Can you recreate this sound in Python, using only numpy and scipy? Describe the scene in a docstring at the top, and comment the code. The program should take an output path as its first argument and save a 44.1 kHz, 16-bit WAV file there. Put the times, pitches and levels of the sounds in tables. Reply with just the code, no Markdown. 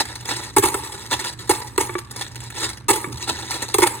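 """At a wooden cabinet, a hand pushes coins out of a plastic drum onto a heap of coins, in five spills.
Each landing clinks and thumps the floor board, then the heap rattles and rings as it settles.
A few coins bounce onto bare wood. Between spills, fingers scrape and stir the coins in the drum,
and the hand now and then bumps the cabinet. Cabinet and room echo, and a low hum lies underneath."""
import sys
import numpy as np
from scipy import signal
from scipy.fft import rfft, irfft
from scipy.io import wavfile
from scipy.ndimage import uniform_filter1d

SR = 44100
rng = np.random.default_rng(int(sys.argv[2]) if len(sys.argv) > 2 else 0)


def wrap_up_sound(samples):
    """Save the sound to the file named by the first command line argument, as 16-bit audio."""
    columns = np.atleast_2d(samples).T
    # keep every value between -1 and 1, then stretch to whole-number steps
    tamed = np.clip(columns, -1, 1)
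    steps = np.round(tamed * 32767).astype(np.int16)
    wavfile.write(sys.argv[1], SR, steps)


N = 176400  # four seconds

# tone of the room's steady noise: pitch_hz, level_db
AIR_TONE = [(20, -49), (40, -25), (58, 7), (85, 4.5), (115, 7.5), (160, -3.5), (250, -5), (350, -8),
            (600, -24), (1000, -22.5), (2000, -23.5), (5000, -35), (16000, -78)]
# the hand bumping the cabinet: start_s, level_db
HAND_BUMPS = [(.02, -36.5), (1.134, -38.5), (2.127, -45), (3.07, -32.5), (3.10, -37), (3.141, -40),
              (3.299, -33)]
# tone of a bump: pitch_hz, level_db
BUMP_TONE = [(30, -31), (70, 8), (120, 1), (200, -8), (330, -15), (600, -40), (2000, -58)]

# fingers shoving coins in the drum: peak_s, rise_s, fall_s, level_db
FINGER_STROKES = [(.01, 0.033, 0.0084, -19.5), (0.088, 0.028, 0.098, -38.5), (0.306, 0.026, 0.032, -25),
                  (0.367, 0.012, 0.025, -28), (0.451, 0.082, 0.07, -35), (0.842, 0.014, 0.03, -33),
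                  (0.95, 0.014, 0.0067, -31), (1.015, 0.059, 0.042, -38), (1.113, .003, .008, -22.5),
                  (1.127, 0.0094, 0.017, -16), (1.205, 0.016, 0.023, -27.5), (1.27, 0.023, 0.03, -26.5),
                  (1.398, 0.0065, 0.043, -37.5), (1.554, 0.048, 0.013, -33), (1.62, 0.013, 0.0091, -37),
                  (1.68, 0.0072, 0.034, -49), (2.191, 0.022, 0.02, -32), (2.223, 0.016, 0.02, -29.5),
                  (2.46, 0.08, 0.03, -42), (2.581, 0.015, 0.039, -26), (2.639, 0.034, 0.028, -23),
                  (3.229, 0.019, 0.017, -28.5), (3.297, 0.012, 0.0071, -18), (3.32, 0.011, 0.017, -32.5),
                  (3.39, 0.098, 0.22, -34), (3.515, 0.03, 0.021, -41), (3.542, 0.031, 0.026, -26.5),
                  (3.627, 0.013, 0.021, -28.5), (3.70, 0.014, 0.071, -36.5), (3.95, 0.022, 0.012, -50)]
# the fingers let go: start_s, end_s
FINGER_PAUSES = [(.51, 0.53), (1.34, 1.374), (2.812, 3.1)]
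# single coins tipping over in the drum: start_s, level_db
TIPPING_COINS = [(0.0539, -23.5), (0.1246, -38), (0.1544, -22), (0.288, -18.5), (0.2074, -29),
                 (0.2541, -22.5), (0.4334, -26.5), (0.9207, -24), (1.056, -26.5), (1.1934, -19.5),
                 (1.243, -18), (1.3275, -28), (1.3893, -26.5), (1.475, -29.5), (1.584, -35),
                 (1.6711, -27.5), (1.936, -29.5), (1.983, -21), (2.1098, -23), (2.162, -21),
                 (2.2111, -17.5), (2.276, -31), (2.315, -34.5), (2.356, -24.5), (2.4033, -27),
                 (2.4362, -29), (2.5021, -26), (2.546, -30), (2.6363, -28), (2.691, -19), (2.707, -30.5),
                 (2.731, -28), (2.7728, -30), (3.1222, -25), (3.173, -25), (3.5079, -14.5), (3.6205, -16.5),
                 (3.683, -23)]
# notes of the plastic drum: pitch_hz, level_db, ring_s (always the time to fade by 60 dB)
DRUM_NOTES = [(341, -12, 0.095), (989, -4.5, 0.045), (1607, -9.5, 0.025), (3690, -9, 0.045),
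              (3956, -1, 0.02)]
# tone of coins in the drum: pitch_hz, level_db
IN_DRUM_TONE = [(100, -9), (250, -1.5), (380, 0), (590, -9.5), (950, 2), (1250, 1.5), (1700, 3.5),
                (2100, 1), (2800, -3.5), (4000, 0), (5000, 4), (7000, -3.5), (9000, -7), (11000, -3.5),
                (12300, -8), (13600, -9.5), (16000, -15.5)]

# notes of one coin: pitch_hz, level_db (compared with its tick), ring_s
COIN_NOTES = [(1913, -14.5, 0.0095), (3788, -14, 0.014), (6227, -17.5, 0.029), (7277, -8, 0.01),
              (8562, -5.5, 0.023), (9864, -10.5, 0.015), (12400, -4.5, 0.078), (15300, -26, .03)]
# how far each of those notes may stray from coin to coin: share_of_pitch
COIN_DETUNE = [.35, .2, .1, .12, .08, .08, .04, .04]
# notes of bare wood: pitch_hz, level_db, ring_s
BARE_WOOD_NOTES = [(353, -1, 0.12), (1140, 2, 0.046), (1700, 4, 0.011), (2278, -3, 0.042),
                   (2630, -12.5, 0.018), (3620, -10, 0.029)]
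# coins knocking on bare wood: start_s, level_db, lowest_note_gain_db
WOOD_KNOCKS = [(1.894, -27, -2.5), (1.953, -20.5, -4), (1.985, -31.5, -36), (3.043, -24.5, -8.5),
               (3.828, -14.5, 5)]
# notes of the floor board under the heap: pitch_hz, level_db, ring_s
BOARD_NOTES = [(338, 6, 0.055), (387.5, 4, 0.049), (470, -11.5, 0.042), (825, -9.5, 0.039),
               (876, -0.5, 0.032), (958, 6, 0.018), (1188, 5, 0.032), (1245, 3, 0.016), (1620, -4.5, 0.047),
               (1800, -4, 0.0067), (2112, -3.5, 0.031), (2560, -6.5, 0.012), (3720, -6, .014)]
# how well the board passes sound to the air: pitch_hz, level_db
FLOOR_BOARD_TONE = [(60, -37.5), (200, -1.5), (270, -5), (330, -5.5), (480, -6), (580, -9), (680, -5.5),
                    (850, -.5), (1250, -2), (1500, -1), (2600, 0), (4000, -7.5), (8000, -30.5)]
# tone of coins on the heap: pitch_hz, level_db
ON_HEAP_TONE = [(200, -45), (900, -6.5), (2000, -3), (3500, -3), (5000, 1), (7000, -2), (9000, -0.5),
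                (11000, 5), (12300, 3.5), (13600, -5), (16000, -8.5)]
# the heap settling after each spill: start_s, level_db, fade_db_per_s
HEAP_RATTLES = [(0.618, -26.5, 53), (1.502, -26.5, 112), (1.791, -24.5, 131), (2.904, -23.5, 100),
                (3.798, -24, 89)]
# coins landing on the heap: start_s, length_s, clink_db, clack_db, thump_db
COIN_LANDINGS = [(0.5642, 0.0033, -9, -11.5, -16.5), (0.575, 0.00099, -15, -25, -31),
                 (0.582, 0.0028, -7.5, -24, -16.5), (0.625, 0.005, -21, -23.5, -37),
                 (.634, 0.0044, -13, -17, -20), (0.651, 0.0098, -17, -24, -27),
                 (0.668, 0.017, -22, -33, -36), (0.742, 0.0017, -16.5, -21, -26),
                 (1.494, 0.0031, -10.5, -17, -17.5), (1.504, 0.0081, -16.5, -25, -32),
                 (1.778, 0.0014, -11, -16, -20), (1.807, 0.0042, -16.5, -22.5, -27),
                 (2.883, 0.0092, -15.5, -18, -27), (2.895, 0.0027, -14.5, -17.5, -23),
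                 (2.901, 0.0092, -12, -21.5, -21), (2.931, 0.0089, -22.5, -33, -34.5),
                 (2.957, .001, -18, -30, -36), (3.741, 0.0047, -11, -19, -23),
                 (3.7834, 0.0025, -10.5, -18.5, -19.5), (3.82, 0.015, -15, -15, -21.5),
                 (3.859, 0.0021, -26, -24, -31), (3.867, 0.0072, -15.5, -29, -33)]

# strength of the cabinet's and the room's echoes: pitch_hz, level_db
CABINET_ECHO_TONE = [(200, -30), (400, -1.5), (650, 7), (1000, -7), (2500, 1), (4000, -1), (5200, -9.5),
                     (8000, -12.5), (12000, -25), (16000, -19)]
ROOM_ECHO_TONE = [(150, -11.5), (400, -23), (650, -13), (1000, -12), (2000, -11.5), (5000, -14),
                  (12000, -17.5)]
# how long those echoes last: pitch_hz, ring_s
CABINET_ECHO_TIMES = [(200, 0.05), (2000, 0.02), (12000, 0.021)]
ROOM_ECHO_TIMES = [(150, 0.63), (400, 0.4), (1000, 1), (3000, 0.2), (12000, 0.26)]
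# how alike the echoes are at the left and right microphones: pitch_hz, likeness_0_to_1
ECHO_LIKENESS = [(150, .99), (400, .9), (650, .3), (1000, .6), (2000, 0), (4000, 0), (5200, .7), (6500, .4),
                 (8300, .9), (10500, .4), (12000, .97), (13300, .97), (15000, .7)]
# how far the wave on the left runs ahead of the right: pitch_hz, lead_radians
LEFT_LEAD = [(100, -.1), (330, -.15), (900, .4), (2000, .9), (3800, 1.1), (5200, 3.14), (6500, 5.1),
             (7700, 6.1), (9000, 6.4), (10500, 8.0), (11800, 9.2), (13400, 9.6), (14800, 12.2),
             (16000, 12.6)]
# how much louder the left side is: pitch_hz, left_minus_right_db
LEFT_BALANCE = [(50, -1), (300, -5.5), (500, -3.5), (750, -2.5), (1200, 2.5), (2000, -1.5), (4000, 1),
                (8000, 0)]

FLURRY_FADE_S = 0.0053
WOOD_DETUNE, WOOD_SPREAD_DB = .04, 3  # how much pitch (as a share) and level vary between blows


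def amp(db):
    """Turns decibels into a number to multiply by."""
    return 10 ** (np.asarray(db) / 20)


def unit(x):
    """Scales a sound to an average (rms) level of one."""
    return x / np.sqrt(np.mean(x ** 2) + 1e-20)


def with_energy(x, seconds):
    """Gives a sound as much energy as a level of one held for that many seconds."""
    return x * np.sqrt(seconds * SR / (np.sum(x ** 2) + 1e-20))


def look_up(points, hz):
    """Reads between the rows of a table, along a musical (logarithmic) pitch scale."""
    pitches, values = np.transpose(points)
    return np.interp(np.log(hz + 1), np.log(pitches + 1), values)


def add(mix, start_s, sound):
    """Adds a sound to the mix at the given time."""
    part = mix[max(round(start_s * SR), 0):][:len(sound)]
    part += sound[:len(part)]


def colour(x, tone, size=4096):
    """Filters a sound to follow a tone table, with nothing heard before the sound starts."""
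    log_gain = np.log(amp(look_up(tone, abs(np.fft.fftfreq(size, 1 / SR)))))
    taps = np.fft.ifft(np.exp(np.conj(signal.hilbert(log_gain)))).real[:size // 2]
    return signal.fftconvolve(x, taps)[:len(x)]


def ring(hz, ring_s, size=8000):
    """One fading note of a struck object."""
    t = np.arange(size) / SR
    return np.sin(2 * np.pi * hz * t) * np.exp(-np.log(1000) * t / ring_s)


def contacts(per_s, spread_db, size):
    """Coins touch at random, making many small clicks and a few large ones."""
    strength = amp(spread_db * np.minimum(rng.exponential(1, size), 4))
    return strength * rng.choice([-1, 1], size) * (rng.random(size) < per_s / SR)


def flurry(length_s, per_s, size=11025, rise_share=0.26, first_hit_db=8):
    """One firm hit, then a rush of clicks that builds, holds and dies away."""
    t = np.arange(size) / SR
    rise = np.minimum(t / (rise_share * length_s + 1 / SR), 1)
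    clicks = contacts(per_s, spread_db=4, size=size) * rise
    clicks[0] = amp(first_hit_db)
    return clicks * np.exp(-np.maximum(t - length_s, 0) / FLURRY_FADE_S)


def background(air_db=-43.5, width_db=-11.5, hum_hz=119, hum_db=-43.5, waver_depth=0.29):
    """Low room noise and a hum whose loudness wavers."""
    hz, t = np.fft.rfftfreq(N, 1 / SR), np.arange(N) / SR
    middle, side = unit(irfft(rfft(rng.standard_normal((2, N))) * amp(look_up(AIR_TONE, hz)), N))
    air = middle + amp(width_db) * np.array([side, -side])
    waver_rates_hz = rng.uniform(-5.5, 11.0, 20)
    waver = unit(sum(np.cos(2 * np.pi * (rate * t + rng.random())) for rate in waver_rates_hz))
    hum = unit((1 + waver_depth * waver) * np.sin(2 * np.pi * hum_hz * t))
    return amp(air_db) * air + amp(hum_db) * hum


def hand_bumps(fade_s=0.062):
    """The hand nudges the cabinet, which gives a short, dull thud."""
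    out, t = np.zeros(N), np.arange(SR // 4) / SR
    for start_s, db in HAND_BUMPS:
        thud = colour(rng.standard_normal(len(t)) * np.exp(-t / fade_s), BUMP_TONE)
        add(out, start_s, amp(db) * with_energy(thud, fade_s))
    return out


def coins(clicks, count=5, size=8000, tick_s=.0007, chatter_s=.009):
    """Each click strikes one of several coins, which ticks and rings with its own notes."""
    t, out = np.arange(size) / SR, 0
    # each coin chatters for a moment before another takes its turn
    turn = np.arange(len(clicks)) / (chatter_s * SR) + 2 * rng.random(len(clicks))
    struck_coin = rng.integers(0, count, len(clicks))[turn.astype(int)]
    for k in range(count):
        coin = with_energy(rng.standard_normal(size) * np.exp(-t / tick_s), 1 / SR)
        for (hz, db, ring_s), detune in zip(COIN_NOTES, COIN_DETUNE):
            note = ring(hz * (1 + detune * rng.uniform(-1, 1)), ring_s)
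            coin += amp(db) * with_energy(note, 1 / SR) * rng.choice([-1, 1])
        out += signal.oaconvolve(clicks * (struck_coin == k), coin)[:len(clicks)]
    return out


def coins_in_drum(stir_db=-50.5, pause_db=-14, shell_db=-8.5, tip_s=0.0053, tip_db=-8.5, bright_db=-8.5):
    """Coins grind together under the fingers, the drum rings along, and single coins tip over."""
    t = np.arange(N) / SR
    strokes = (amp(db) * np.exp(-np.maximum((peak_s - t) / rise_s, (t - peak_s) / fall_s))
               for peak_s, rise_s, fall_s, db in FINGER_STROKES)
    push = np.sqrt(sum(stroke ** 2 for stroke in strokes))
    scrape = push * unit(contacts(per_s=2200, spread_db=3.5, size=N))
    stir = amp(stir_db) * unit(contacts(per_s=180, spread_db=4.5, size=N))
    paused = sum((t > start_s) & (t < end_s) for start_s, end_s in FINGER_PAUSES)
    clicks = (scrape + stir) * amp(pause_db * uniform_filter1d(paused.astype(float), size=400))
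    shell = sum(amp(db) * unit(signal.oaconvolve(clicks, ring(hz, ring_s))[:N])
                for hz, db, ring_s in DRUM_NOTES)
    grinding = unit(colour(coins(clicks, count=24), IN_DRUM_TONE))
    out = (grinding + amp(shell_db) * shell) * np.sqrt(np.mean(clicks ** 2))
    for start_s, db in TIPPING_COINS:
        metal = coins(flurry(tip_s, per_s=900), count=2)
        clink = unit(colour(metal, IN_DRUM_TONE)) + amp(bright_db) * unit(colour(metal, ON_HEAP_TONE))
        add(out, start_s, amp(db + tip_db) * with_energy(clink, tip_s + FLURRY_FADE_S))
    return out


def wood_knocks():
    """A bouncing coin reaches bare wood, which rings more clearly than the board under the heap."""
    out = np.zeros(N)
    for start_s, knock_db, lowest_db in WOOD_KNOCKS:
        knock = 0
        for k, (hz, db, ring_s) in enumerate(BARE_WOOD_NOTES):
            note_db = db + lowest_db * (k == 0) + WOOD_SPREAD_DB * rng.uniform(-1, 1)
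            note_hz = hz * (1 + WOOD_DETUNE * rng.uniform(-1, 1) / 2)
            knock += (-1) ** k * amp(note_db) * ring(note_hz, ring_s)
        add(out, start_s, amp(knock_db) * with_energy(knock, 0.0053))
    return out


def board_ring(clicks, notes):
    """The board under the heap rings; its notes shift a little with the spot that is struck."""
    out = 0
    for hz, db, ring_s in notes:
        pitch_shift, level_shift = rng.uniform(-1, 1, 2)
        note = signal.oaconvolve(clicks, ring(hz * (1 + WOOD_DETUNE * pitch_shift), ring_s))
        out += amp(db + WOOD_SPREAD_DB * level_shift) * unit(note[:len(clicks)]) * rng.choice([-1, 1])
    return colour(out, FLOOR_BOARD_TONE)


def board_thump(pitch_hz=380.3, length_s=.011):
    """The board gives under the blow and swings a few times before its load stops it."""
    t = np.arange(0, length_s, 1 / SR)
    hz = pitch_hz * (1 + WOOD_DETUNE * rng.uniform(-1.2, 1))
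    return np.hanning(len(t)) * np.sin(2 * np.pi * hz * t)


def heap_settling(rise_s=0.0031, board_db=-6):
    """Coins slide and rattle on the heap, ever more faintly."""
    t = np.arange(N) / SR
    level = sum(np.clip((t - start_s) / rise_s, 0, 1) * amp(db - fade * np.maximum(t - start_s, 0))
                for start_s, db, fade in HEAP_RATTLES)
    clicks = contacts(per_s=830, spread_db=1, size=N) * level
    metal = unit(colour(coins(clicks, count=24), ON_HEAP_TONE))
    wood = amp(board_db) * unit(board_ring(clicks, BOARD_NOTES))
    return (metal + wood) * np.sqrt(np.mean(level ** 2))


def coin_landings(split_hz=600, board_lag_s=.0015, low_ring_db=-8.5, boom_lag_s=0.014, boom_db=-4.5):
    """Falling coins strike the heap, and the blow passes into the board and the hollow cabinet."""
    out = np.zeros(N)
    low_notes = [note for note in BOARD_NOTES if note[0] < split_hz]
    high_notes = [note for note in BOARD_NOTES if note[0] >= split_hz]
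    boom = ring(hz=107, ring_s=0.12)
    for start_s, length_s, clink_db, clack_db, thump_db in COIN_LANDINGS:
        clicks = flurry(length_s, per_s=2500)
        # the small times added to length_s allow for the energy in each sound's tail
        clink = with_energy(colour(coins(clicks), ON_HEAP_TONE), length_s + 0.0013)
        clack = with_energy(board_ring(clicks, high_notes), length_s + 0.0024)
        thump = with_energy(board_thump(), 0.0029)
        low_ring = with_energy(board_ring(clicks, low_notes), length_s + 0.0041)
        add(out, start_s, amp(clink_db) * clink)
        add(out, start_s + board_lag_s / 2, amp(clack_db) * clack)
        add(out, start_s, amp(thump_db) * thump)
        add(out, start_s + board_lag_s, amp(thump_db + low_ring_db) * low_ring)
        add(out, start_s + boom_lag_s, amp(thump_db + boom_db) * boom)
    return out


def echoes(x, tone, ring_times, delay_s, size=256):
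    """Sound bounces off walls: two unrelated washes of echoes, each pitch fading at its own speed."""
    hz, t, bands = signal.stft(rng.standard_normal((2, SR)), SR, nperseg=size)
    fade_rate = np.log(1000) / look_up(ring_times, hz)[:, None]
    bands = bands * np.exp(-fade_rate * t) * np.sqrt(2 * fade_rate / SR)
    bands *= amp(look_up(tone, hz))[:, None]
    tail = signal.istft(bands, SR, nperseg=size)[1]
    delayed_tail = np.pad(tail, ((0, 0), (round(delay_s * SR), 0)))
    return signal.fftconvolve(x[None], delayed_tail, axes=1)[:, :N]


def scene():
    """The sounds reach two microphones directly, off the cabinet walls and through the room."""
    direct = coin_landings() + heap_settling() + wood_knocks() + coins_in_drum() + hand_bumps()
    cabinet = echoes(direct, CABINET_ECHO_TONE, CABINET_ECHO_TIMES, delay_s=0.000999)
    room = echoes(direct, ROOM_ECHO_TONE, ROOM_ECHO_TIMES, delay_s=0.011)
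    left_echo, other_echo = cabinet + room
    hz = np.fft.rfftfreq(N, 1 / SR)
    likeness = np.clip(look_up(ECHO_LIKENESS, hz), 0, 1)
    right_echo_spectrum = likeness * rfft(left_echo) + np.sqrt(1 - likeness ** 2) * rfft(other_echo)
    right_lag = np.exp(-1j * look_up(LEFT_LEAD, hz))
    right = irfft((rfft(direct) + right_echo_spectrum) * right_lag, N)
    return np.array([direct + left_echo, right]) + background()


def record(dry, ceiling=1.2, cutoff_hz=16000):
    """Gives each side its own tone, gently squashes loud peaks and cuts the highest treble."""
    balance_db = look_up(LEFT_BALANCE, np.fft.rfftfreq(N, 1 / SR))
    uneven = irfft(rfft(dry) * amp(np.array([balance_db, -balance_db]) / 2), N)
    squashed = ceiling * np.tanh(uneven / ceiling)
    treble_cut = signal.firwin(511, cutoff_hz, window=("kaiser", 9), fs=SR)
    return signal.oaconvolve(squashed, treble_cut[None], "same")


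dry = scene()
out = record(dry)
wrap_up_sound(out)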